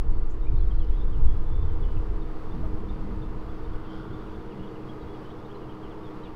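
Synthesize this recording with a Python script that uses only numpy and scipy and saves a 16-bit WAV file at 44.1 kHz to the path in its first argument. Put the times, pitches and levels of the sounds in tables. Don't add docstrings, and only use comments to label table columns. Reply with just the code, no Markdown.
import sys
import numpy as np
from scipy import signal
from scipy.fft import rfft, irfft, next_fast_len
from scipy.io import wavfile
from scipy.ndimage import uniform_filter1d

SR = 44100
rng = np.random.default_rng(int(sys.argv[2]) if len(sys.argv) > 2 else 0)


def generate_wav(sig):
    pcm = np.round(np.clip(np.atleast_2d(sig).T, -1, 1) * 32767).astype(np.int16)
    wavfile.write(sys.argv[1], SR, pcm)


N = 280035
T = np.arange(N) / SR

# t/s, relative hum level/dB, relative buzz level/dB
COLONY_SWELL = [(0, -49, -54.5), (.8, -49.5, -54.5), (2.0, -45.5, -51.5), (3.8, -47, -50.5),
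                (4.6, -44, -51), (6.35, -45.5, -49.5)]
# t/s, f/Hz
WINGBEAT_RATE = [(0, 222.8), (3.1, 223.6), (4.2, 216.2), (6.35, 213.9)]
# f/Hz, level/dB
HUM_EQ = [(100, -12.5), (190, -8.5), (250, -6.5), (350, 0), (400, 2), (480, -1.5), (540, -8.5),
          (700, -60.5), (1500, -76.5)]
BUZZ_EQ = [(400, -15), (560, -3), (700, -1), (930, 3), (1250, 0.5), (1550, -15.5), (2100, -17.5),
           (2700, -21.5), (4000, -32.5), (8000, -48.5)]
# t/s, wingbeat f/Hz, relative level/dB
NEAR_FANNER = [(0, 304, -51), (0.55, 318, -49), (1.45, 311, -51.5), (2.0, 317.4, -45.5), (2.65, 310, -46),
               (3.27, 306.5, -46.5), (3.4, 314, -46), (3.72, 308.2, -48), (3.93, 318.6, -44.5),
               (4.35, 315, -46), (5.18, 308.4, -45), (5.26, 307, -48.5), (5.6, 310, -47),
               (5.98, 314.6, -45.5), (6.35, 306, -46)]
# t/s, length/s, level/dB
FANNING_BOUTS = [(2.5, 0.69, -49.5), (3.882, 0.77, -51.5), (5.502, 0.87, -58.5)]
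# f/Hz, level/dB, waver/share of pitch
HIVE_DRONES = [(130.4, -49.5, 0.01213), (117.45, -53, .015), (95.8, -55.5, 0.01), (167.1, -59, .04),
               (241.8, -66.5, .025), (342.2, -55, 0.044)]
# f/Hz, level/dB
RUSTLE_EQ = [(800, -37.5), (2500, 2), (5000, 5.5), (7500, -17), (15000, -12.5)]
# t/s, relative level/dB
GUSTS = [(0.0, -22), (0.03, -29.5), (0.07, -20), (0.44, -26.5), (0.51, -20.5), (1.15, -23.5), (1.25, -13.5),
         (1.36, -23.5), (1.98, -25), (2.42, -33), (2.74, -27), (2.79, -31), (3.08, -33), (3.64, -35.5),
         (3.77, -29.5), (3.8, -39.5), (5.06, -48), (6.35, -47)]
# f/Hz, level/dB
RUMBLE_EQ = [(4, -13.5), (12, 4.5), (21, -2.5), (30, -8), (50, -9.5), (68, -24.5), (110, -47), (300, -93)]
EDDY_EQ = [(30, -27), (62, 6.5), (100, 1), (140, -8), (200, -16), (300, -24.5), (700, -74.5)]
# peak t/s, length/s, centre f/Hz, level/dB
PUFFS = [(0.541, 0.019, 91.5, -26), (1.2, 0.17, 113, -36.5), (1.26, 0.065, 34.9, -17.5),
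         (1.65, 0.42, 72, -30.5), (2.591, 0.1, 154, -37), (2.71, 0.47, 184, -45), (3.06, 0.33, 161, -41.5),
         (3.257, 0.19, 111, -38), (4.142, 0.11, 142, -37.5), (4.38, 0.057, 66, -34),
         (4.599, 0.058, 130, -35), (5.872, 0.037, 64.8, -37)]
# f/multiple of centre, level/dB
PUFF_EQ = [(.25, -14), (1, 0), (1.5, -6), (4, -42), (20, -90), (60, -130)]
# peak t/s, length/s, centre f/Hz, width/share of centre, level/dB
RASP_SWELLS = [(2.661, 0.066, 647, 0.048, -45), (3.94, 0.2, 3214, 0.11, -62.5),
               (3.96, 0.21, 4700, 0.16, -71), (3.974, 0.77, 1395, 0.093, -55.5),
               (4.1, 0.74, 3400, 0.11, -69.5)]
# offset from centre/widths, level/dB
RASP_EQ = [(-4, -60), (-1, -6), (0, 0), (1, -6), (4, -60)]
# t/s, length/s, start f/Hz, end f/Hz, relative level/dB
BIRD_SWEEPS = [(.455, 0.033, 2240, 2510, -60.5), (.568, 0.053, 4230, 3920, -71.5),
               (.705, 0.022, 3320, 3070, -61), (.735, .045, 4100, 4620, -75),
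               (.785, .03, 3870, 4400, -71.5), (0.798, .047, 3430, 2800, -63),
               (1.126, 0.035, 3320, 2750, -66), (1.635, .02, 3300, 2950, -72),
               (1.683, 0.051, 3190, 3040, -67.5), (1.82, 0.026, 3490, 3220, -65),
               (1.83, 0.035, 2935, 3060, -66), (1.956, 0.025, 3150, 2440, -63),
               (4.26, 0.029, 3140, 2430, -65.5), (4.514, 0.024, 3000, 2270, -63.5),
               (4.594, .024, 2797, 2980, -62.5), (4.633, .025, 3440, 2740, -65),
               (4.672, .015, 3770, 2920, -63), (4.75, .03, 3030, 2440, -66),
               (4.828, 0.0234, 2810, 2310, -66), (5.295, 0.025, 2750, 3720, -63),
               (5.49, 0.0325, 2780, 3420, -63.5), (5.54, .028, 4237, 4040, -67.5),
               (5.69, 0.023, 2800, 3400, -64), (5.742, .016, 2900, 3280, -68),
               (5.83, .044, 3310, 2720, -63.5), (5.906, 0.032, 3650, 2540, -64.5),
               (6.034, 0.06, 3720, 3220, -66), (6.234, 0.04, 4050, 3070, -63),
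               (6.254, 0.021, 2630, 2220, -64)]
# t/s, f/Hz, relative level/dB
BIRD_CHIPS = [(1.157, 4200, -77), (1.237, 4240, -73.5), (2.21, 3650, -66), (2.51, 3560, -66),
              (2.888, 3620, -61), (3.216, 3580, -64), (3.485, 3471, -68), (3.64, 3620, -68),
              (4.13, 3510, -65), (4.886, 3320, -60.5), (5.012, 4480, -72), (5.013, 3820, -68),
              (5.248, 3070, -60), (5.445, 3660, -68), (6.228, 3080, -64)]
# t/s, length/s, start f/Hz, relative level/dB
BIRD_WHISTLES = [(0.123, 0.054, 4420, -73.5), (0.412, 0.047, 3660, -72), (.515, 0.1, 4220, -75),
                 (0.558, 0.02, 3620, -69), (0.596, 0.057, 3390, -71.5), (0.922, 0.045, 3320, -67),
                 (.965, 0.03, 3710, -71), (0.993, 0.04, 3480, -64), (1.272, 0.065, 3274, -66.5),
                 (1.464, 0.22, 3476, -68), (1.877, 0.046, 2950, -69.5), (3.895, 0.1, 3160, -66),
                 (5.077, 0.0484, 3325, -64.5)]
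# t/s, length/s, glide start f/Hz, glide end f/Hz, level/dB
BIRD_TICKS = [(.2995, 0.0061, 5840, 7260, -67.5), (0.306, .011, 5620, 8200, -69.5)]
# f/Hz, level/dB
AIR_EQ = [(40, 10), (160, 26), (280, 23.5), (600, 16.5), (1500, 11.5), (2400, 1), (3300, -0.5), (3950, -5),
          (4600, -5), (5200, -8.5), (6500, -14.5), (9000, -18.5), (15000, -22.5)]
INSECT_EQ = [(3900, -46), (4400, 5), (4570, 2), (4750, -6), (5400, -55)]
# f/Hz, level/dB
WHINE_TONES = [(2030, -77), (2828, -83), (3534, -85), (3949, -91)]


def colony():
    hum_db, buzz_db = curves(COLONY_SWELL)
    pulses = wingbeats(spread=.14, waver=.018, restless_db=1.5)
    hum = colour(pulses, HUM_EQ) * undb(hum_db + 2.5)
    buzz = colour(pulses, BUZZ_EQ) * undb(buzz_db + 1.02)
    return hum + buzz


def wingbeats(spread, waver, restless_db, count=56):
    t, middle_hz = T[::128], curves(WINGBEAT_RATE)[0][::128]
    pulses = np.zeros(N + 2)
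    for detune in np.arcsin(np.linspace(-1, 1, count + 2)[1:-1]):
        hz = middle_hz * (1 + spread * detune + waver * walk(6, t))
        cycles = np.cumsum(hz) * t[1] + rng.random()
        stroke_s = np.interp(np.arange(2, cycles[-1]), cycles, t)
        strength = undb(restless_db * walk(3.5, stroke_s))
        sample, fraction = np.divmod(stroke_s * SR, 1)
        pulses[sample.astype(int)] += strength * (1 - fraction)
        pulses[sample.astype(int) + 1] += strength * fraction
    return pulses


def fanners():
    hz, db = curves(NEAR_FANNER)
    near = held_tone(hz, db - .2, waver=.0071, flutter_db=1.25, overtone_db=-31)
    neighbour = held_tone(323, db - 9.5, waver=.0282, flutter_db=1.5, overtone_db=-31.5)
    rest_db, attack_s, release_s = -57.5, .075, .48
    effort = undb(rest_db)
    for s, length, bout_db in FANNING_BOUTS:
        ramps = np.minimum((T - s) / attack_s, 1 - (T - s - length) / release_s)
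        effort = effort + undb(bout_db) * np.clip(ramps, 0, 1)
    deep = effort * held_tone(hz=194.3, db=0, waver=.006, flutter_db=2.5, overtone_db=-17)
    drones = sum(held_tone(f, level_db, waver, flutter_db=3.5, overtone_db=-18)
                 for f, level_db, waver in HIVE_DRONES)
    return near + neighbour + deep + drones


def held_tone(hz, db, waver, flutter_db, overtone_db):
    phase = 2 * np.pi * np.cumsum(hz * (1 + waver * walk(14))) / SR
    overtones = sum(np.sin(k * phase) * 2 / k for k in (2, 3, 4))
    tone = np.sin(phase) + undb(overtone_db) * overtones
    return unit(tone * undb(flutter_db * walk(16))) * undb(db)


def rustle(per_second, scatter_db, db):
    hits = rng.random(N) < per_second / SR
    ticks = hits * rng.standard_normal(N) * undb(scatter_db * rng.random(N))
    fade_db = np.interp(T, [0, 1.5], [-6, 0])
    return colour(ticks, RUSTLE_EQ) * undb(db + 4.6 * walk(3.6) + fade_db)


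def breeze():
    gust_db, = curves(GUSTS)
    full_gust_db, eddy_growth = -20, .69
    eddy_db = -35.5 + eddy_growth * (gust_db - full_gust_db) + 4.5 * walk(12)
    rumble = noise(RUMBLE_EQ)
    rumble /= np.sqrt(uniform_filter1d(rumble ** 2, size=5000))
    wind = rumble * undb(gust_db + 3.5) + noise(EDDY_EQ) * undb(eddy_db)
    return signal.sosfiltfilt(signal.butter(2, 600, "low", fs=SR, output="sos"), wind)


def buffets():
    return sum(noise([(hz * ratio, eq_db) for ratio, eq_db in PUFF_EQ]) * swell(s, length, db)
               for s, length, hz, db in PUFFS)


def rasps():
    return sum(noise([(hz * (1 + width) ** k, eq_db) for k, eq_db in RASP_EQ]) * swell(s, length, db)
               for s, length, hz, width, db in RASP_SWELLS)


def birds(trim_db):
    song = sum(bird_note(s, length, hz, db, glide=end_hz / hz - 1)
               for s, length, hz, end_hz, db in BIRD_SWEEPS)
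    song += sum(bird_note(s, length=.024, hz=hz, db=db, arch=.066) for s, hz, db in BIRD_CHIPS)
    whistles = sum(bird_note(s, length, hz, db, glide=.025, warble=.003, flutter_db=.5)
                   for s, length, hz, db in BIRD_WHISTLES)
    twitter = flock(first_s=.25, last_s=1.6, centre_hz=3560, glide=.084, db=-71.5, count=10)
    twitter += flock(first_s=3.6, last_s=7, centre_hz=3180, glide=.2013, db=-69.5, count=48)
    leaves = reverb(song, t60=.12, db=-8)
    trunks = reverb(song, t60=1.1, db=-6.5) + reverb(whistles, t60=1.2, db=-4)
    return undb(trim_db) * (song + whistles + leaves + trunks + reverb(twitter, t60=.14, db=.5))


def high_call():
    call = sum(bird_note(s, length, hz, db, glide=end_hz / hz - 1, arch=.065, warble=.0066)
               for s, length, hz, end_hz, db in BIRD_TICKS)
    return call + reverb(call, t60=.24, db=0)


def flock(first_s, last_s, centre_hz, glide, db, count, spread=.15):
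    twitter = np.zeros(N)
    for when, length, pitch, slope, distance in rng.random((count, 5)):
        s = first_s + when * (last_s - first_s)
        hz = centre_hz * (1 + spread * (2 * pitch - 1))
        twitter += bird_note(s, .016 + .026 * length, hz, db - 5 * distance, glide * (2 * slope - 1))
    return twitter


def bird_note(s, length, hz, db, glide=0, arch=0, warble=.013, flutter_db=2):
    attack_s, release_s = .008, .011
    progress = np.linspace(0, 1, int(length * SR))
    t = progress * length
    bend = glide * progress + arch * (np.sin(np.pi * progress) - np.pi / 4)
    phase = 2 * np.pi * np.cumsum(hz * (1 + bend + warble * walk(260, t))) / SR
    envelope = np.sqrt(np.tanh(t / attack_s) * np.tanh((length - t) / release_s))
    tone = unit(np.sin(phase) * envelope * undb(flutter_db * walk(170, t))) * undb(db)
    return np.pad(tone, (int(s * SR), N))[:N]


def outdoors():
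    air = noise(AIR_EQ) * undb(-48.5 + .64 * walk(9.6))
    insects = noise(INSECT_EQ) * undb(-81 + 2 * walk(13))
    whine = sum(held_tone(hz, db, waver=.0006, flutter_db=6, overtone_db=-65) for hz, db in WHINE_TONES)
    fade_db = np.interp(T, [0, 2.2], [-4.2, .1])
    return (air + insects) * undb(fade_db) + whine


def reverb(x, t60, db):
    tail = (rng.standard_normal(N) * undb(-60 * T / t60))[T < t60]
    return signal.fftconvolve(x, tail / np.linalg.norm(tail))[:N] * undb(db)


def swell(s, length, db):
    return undb(db) * np.exp(-(2 * (T - s) / length) ** 2)


def noise(eq):
    return colour(rng.standard_normal(N), eq)


def colour(x, eq):
    hz, db = np.transpose(eq)
    size = next_fast_len(N)
    bin_hz = np.maximum(np.fft.rfftfreq(size, 1 / SR), 1)
    gain = undb(np.interp(np.log(bin_hz), np.log(hz), db))
    return unit(irfft(rfft(x, size) * gain, size)[:N])


def walk(rate, t=T):
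    steps = rng.standard_normal(1024)
    return np.interp(t * rate + rng.random(), np.arange(len(steps)), steps)


def curves(table):
    s, *columns = np.transpose(table)
    return [np.interp(T, s, column) for column in columns]


def undb(db):
    return 10 ** (np.asarray(db) / 20)


def unit(x):
    return x / np.sqrt(np.mean(x ** 2))


def scene():
    bees = colony() + fanners() + rustle(per_second=300, scatter_db=5.5, db=-80)
    return (bees + breeze() + buffets() + rasps() + birds(trim_db=1) + high_call() + outdoors())[None]


def record(dry):
    cutoff_hz = 15700
    return signal.sosfilt(signal.ellip(10, .1, 80, cutoff_hz, fs=SR, output="sos"), dry)


dry = scene()
out = record(dry)
generate_wav(out)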